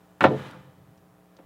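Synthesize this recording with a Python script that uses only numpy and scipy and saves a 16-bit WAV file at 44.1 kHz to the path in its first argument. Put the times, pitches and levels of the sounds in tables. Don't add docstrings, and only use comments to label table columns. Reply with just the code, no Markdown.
import sys
import numpy as np
from scipy import signal
from scipy.io import wavfile

SR = 44100
rng = np.random.default_rng(int(sys.argv[2]) if len(sys.argv) > 2 else 0)


def dump(signal):
    limited = np.clip(np.atleast_2d(signal).T, -1, 1)
    pcm = np.round(limited * 32767).astype(np.int16)
    wavfile.write(sys.argv[1], SR, pcm)


N = 63945
T = np.arange(N) / SR
BAND_EDGES_HZ = 31.25 * 2 ** (np.arange(19) / 2)


def from_db(db):
    return 10 ** (np.asarray(db) / 20)


def rms_one(x):
    return x / np.sqrt(np.mean(x ** 2) + 1e-20)


def level(curve):
    return from_db(np.interp(T, *np.transpose(curve)))


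def at_hz(table, hz, column=1):
    columns = np.transpose(table)
    return np.interp(np.log(hz), np.log(columns[0]), columns[column])


def cut(x, hz, kind, order=2):
    sos = signal.butter(order, np.clip(hz, 10, .48 * SR), kind, fs=SR, output="sos")
    return signal.sosfilt(sos, x + 1e-18)


def dying(t60_s):
    return np.exp(-np.log(1000) * T / t60_s)


def ring(hz, db, t60_s):
    return from_db(db) * np.sin(2 * np.pi * hz * T) * dying(t60_s)


def delayed(x, start_s):
    return np.concatenate([np.zeros(int(start_s * SR)), x])[:N]


def resonate(x, hz, width_hz):
    radius = np.exp(-np.pi * width_hz / SR)
    feedback = [1, -2 * radius * np.cos(2 * np.pi * hz / SR), radius ** 2]
    return rms_one(signal.lfilter([1, 0, -1], feedback, x))


def white():
    return rng.standard_normal(N)


def grains(per_s=7000, spread_db=2.5):
    sizes = from_db(spread_db * np.minimum(rng.exponential(1, N), 4))
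    signs = rng.choice([-1, 1], N)
    return sizes * signs * (rng.random(N) < per_s / SR)


def bands(source=white):
    return [(np.sqrt(low * high), rms_one(cut(source(), [low, high], "band", order=3)))
            for low, high in zip(BAND_EDGES_HZ, BAND_EDGES_HZ[1:])]


def coloured(colour, source=white):
    return rms_one(sum(from_db(at_hz(colour, hz)) * band for hz, band in bands(source)))


# harmonic, level_db
HUM_HARMONICS = [(1, -73.5), (3, -62), (5, -68.5), (7, -70.5), (9, -74.5), (11, -72.5), (13, -72.5),
                 (15, -88.5), (17, -80), (19, -81.5), (21, -82.5), (23, -97.5)]
# band_hz, relative_db
BUZZ_SPECTRUM = [(100, -21), (300, -5), (600, -1), (1200, -2), (2000, -9.5), (3500, -13.5), (8000, -34)]


def mains_hum(mains_hz=60, scatter_rad=.74, buzz_db=-68):
    phase = 2 * np.pi * mains_hz * T
    hum = sum(np.sqrt(2) * from_db(db) * np.cos(harmonic * phase + scatter_rad * rng.normal())
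              for harmonic, db in HUM_HARMONICS)
    buzz = rms_one(coloured(BUZZ_SPECTRUM) * np.cos(phase) ** 4)
    return hum + from_db(buzz_db) * buzz


# band_hz, relative_db
ROOM_TONE_SPECTRUM = [(30, -30), (60, -12.5), (115, 3), (250, -6), (600, -1.5), (1200, -3.5), (2500, -12),
                      (5000, -12), (9000, -10), (14000, -6)]


def room_tone(level_db=-63):
    return from_db(level_db) * coloured(ROOM_TONE_SPECTRUM)


# band_hz, gain_db, t60_s
ROOM_ECHO = [(60, -21.5, 0.69), (130, -6.5, 0.61), (300, -12, .45), (790, -18.5, 0.21), (1990, -26, .45),
             (6000, -25, 0.26), (15000, -32, .2)]


def room_echo(sound, rise_s=.015):
    onset = 1 - np.exp(-T / rise_s)
    response = 0
    for (hz, band), width_hz in zip(bands(), np.diff(BAND_EDGES_HZ)):
        tail = rms_one(band * dying(at_hz(ROOM_ECHO, hz, column=2)) * onset)
        unity_gain = np.sqrt(2 * width_hz / SR / N)
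        response += from_db(at_hz(ROOM_ECHO, hz)) * tail * unity_gain
    return signal.fftconvolve(sound, response)[:N]


def room_resonances(boom_hz=133.9, boom_rise_s=.015, ring_hz=514):
    boom = ring(boom_hz, db=-22, t60_s=.36) * (1 - np.exp(-T / boom_rise_s))
    return [(boom_hz, boom), (ring_hz, ring(ring_hz, db=-45, t60_s=1.1))]


# start_s, level_db, low_hz, high_hz, decay_s
PAPER_TICKS = [(0.2317, -37.5, 3000, 12000, 0.00064), (0.2343, -45, 5500, 8000, 0.0015),
               (0.5, -76, 3000, 13000, .001), (0.5117, -48, 3200, 10500, .0009),
               (0.976, -67, 2000, 5930, 0.0096), (1.367, -55, 3070, 5650, 0.0042)]


def paper_ticks():
    out = 0
    for start_s, db, low_hz, high_hz, decay_s in PAPER_TICKS:
        snap = rms_one(cut(white(), [low_hz, high_hz], "band")) * np.exp(-T / decay_s)
        out += delayed(from_db(db) * snap, start_s)
    return out


# time_s, level_db
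BRUSH_LEVEL = [(.25, -82), (.3, -64.5), (.4, -86), (.47, -99), (.54, -96), (.62, -99), (.7, -110)]
# band_hz, relative_db
BRUSH_SPECTRUM = [(2000, -31), (4500, -9), (7000, -5), (9000, -12.5), (13000, -14.5), (16000, -20)]


def paper_brushing():
    return level(BRUSH_LEVEL) * coloured(BRUSH_SPECTRUM, grains)


# time_s, level_db
FLEX_LEVEL = [(.3, -70), (.4, -43.5), (.48, -59), (.54, -62), (.575, -48), (.61, -68.5), (.7, -56.5),
              (.8, -59), (.89, -57), (.97, -63), (1.3, -78), (1.45, -61.5)]


def sleeve_flexing(pitch_hz=130):
    wobble = resonate(white(), pitch_hz, width_hz=59)
    return level(FLEX_LEVEL) * rms_one(cut(wobble, 2 * pitch_hz, "low"))


# time_s, level_db
SLIDE_LEVEL = [(.27, -68), (.32, -47.5), (.38, -43), (.45, -42.5), (.5, -44.5), (.545, -51.5), (.6, -55),
               (.67, -62), (.8, -68), (.95, -71), (1.1, -80.5), (1.45, -67.5)]
# band_hz, relative_db
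SLIDE_SPECTRUM = [(100, -21.5), (250, -2.5), (500, -7), (900, 1.5), (1500, 2), (2300, -4), (3300, -3.5),
                  (4500, -25.5), (6500, -32.5), (9500, -27), (13000, -41)]
# pitch_hz, width_hz, relative_db
SLEEVE_RESONANCES = [(510, 5.6, 3.5), (623, 10, -2), (843, 18, -4), (878, 13, -1), (1184, 19, -2.5),
                     (1240, 9.6, -4), (1434, 30, -3), (1650, 50, -4.5), (1744, 20, -5.5), (1995, 22, -6),
                     (2305, 25, -10.5), (2390, 40, -12), (3000, 75, -6)]


def sleeve_sliding(hollow_db=.5):
    friction = grains()
    hollow = sum(from_db(db) * resonate(friction, hz, width) for hz, width, db in SLEEVE_RESONANCES)
    card = coloured(SLIDE_SPECTRUM, grains)
    return level(SLIDE_LEVEL) * rms_one(card + from_db(hollow_db) * rms_one(hollow))


# pitch_hz, relative_db, t60_s
CARD_MODES = [(193.34, -22, 0.45), (241.3, -23.5, .17), (288, -20.5, 0.2), (317.5, -18.5, .2),
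              (353.7, -19.5, 0.13), (431, -22, 0.14), (532.2, -14, 0.13), (606.7, -17.5, 0.11),
              (781, -21, .12), (878, -23, .12), (997, -20, 0.17), (1351, -15.5, 0.073), (1492, -15, 0.074),
              (1792, -26, .1), (2240, -28, .1)]
# band_hz, relative_db, t60_s
CARD_WASH = [(55, -59.5, 0.24), (90, -35, 0.21), (150, -28, 0.24), (300, -20, 0.097), (600, -18, 0.15),
             (1300, -17.5, 0.11), (2000, -23, 0.069), (2950, -26.5, 0.12), (4500, -47.5, 0.16),
             (8000, -53.5, 0.087), (14000, -60.5, 0.056)]


def board_ringing(build_cycles=.76):
    def swell(hz):
        return 1 - np.exp(-T * hz / build_cycles)
    parts = [(hz, (-1) ** k * ring(hz, db, t60_s) * swell(hz))
             for k, (hz, db, t60_s) in enumerate(CARD_MODES)]
    for hz, band in bands():
        envelope = swell(hz) * dying(at_hz(CARD_WASH, hz, column=2))
        wash = rms_one(band * envelope) * np.sqrt(np.mean(envelope ** 2))
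        parts.append((hz, from_db(at_hz(CARD_WASH, hz)) * wash))
    return parts


def air_slap(pitch_hz=850):
    return [(pitch_hz, -ring(pitch_hz, db=-4, t60_s=.01))]


def dry_crack(crack_decay_s=.00085, crinkle_decay_s=.015, crinkle_db=-13):
    crack = cut(white() * np.exp(-T / crack_decay_s), [2800, 8400], "band", order=1)
    fibres = rms_one(grains(per_s=780)) * np.exp(-T / crinkle_decay_s)
    return crack + from_db(crinkle_db) * cut(fibres, [3500, 3700], "band")


# start_s, bass_db, hollow_db, knock_db, edge_db, crack_db
JACKET_BLOWS = [(0.2075, -1, -24, -4.5, -2.5, -35.5), (0.2181, -8, -11.5, -20, -19, -46),
                (0.2399, 0.5, 1.5, 1.5, 2.5, -46), (0.2477, -4, -9, -20, -16, -35),
                (0.3041, -20, -5.5, -39.5, -26.5, -57), (0.318, -37, -10.5, -36.5, -44, -66),
                (0.3339, -27, -10, -36.5, -48, -65), (0.392, -34, -36, -47, -47, -66),
                (0.531, -25, -41.5, -35, -43, -73), (0.556, -18, -48.5, -37, -56, -74),
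                (1.363, -44, -45.5, -55, -57, -77), (1.387, -35, -36, -47, -40, -68.5)]
TONE_HZ = [130, 430, 1300, 2600]


def jacket_blows():
    pitches, sounds = map(np.array, zip(*(air_slap() + room_resonances() + board_ringing())))
    out = 0
    for start_s, *tone_db, crack_db in JACKET_BLOWS:
        gains = from_db(np.interp(np.log(pitches), np.log(TONE_HZ), tone_db))
        body = gains @ sounds
        out += delayed(body + from_db(crack_db) * dry_crack(), start_s)
    return out


def scene():
    handling = jacket_blows() + paper_ticks() + sleeve_sliding() + paper_brushing() + sleeve_flexing()
    return (handling + room_echo(handling) + mains_hum() + room_tone())[None]


def record(dry, ceiling=1.4, low_cut_hz=70, high_cut_hz=16000):
    rounded = ceiling * np.tanh(dry / ceiling)
    heard = cut(rounded, low_cut_hz, "high", order=3)
    steep_low_pass = signal.ellip(10, .1, 70, high_cut_hz, fs=SR, output="sos")
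    return signal.sosfilt(steep_low_pass, heard)


dry = scene()
out = record(dry)
dump(out)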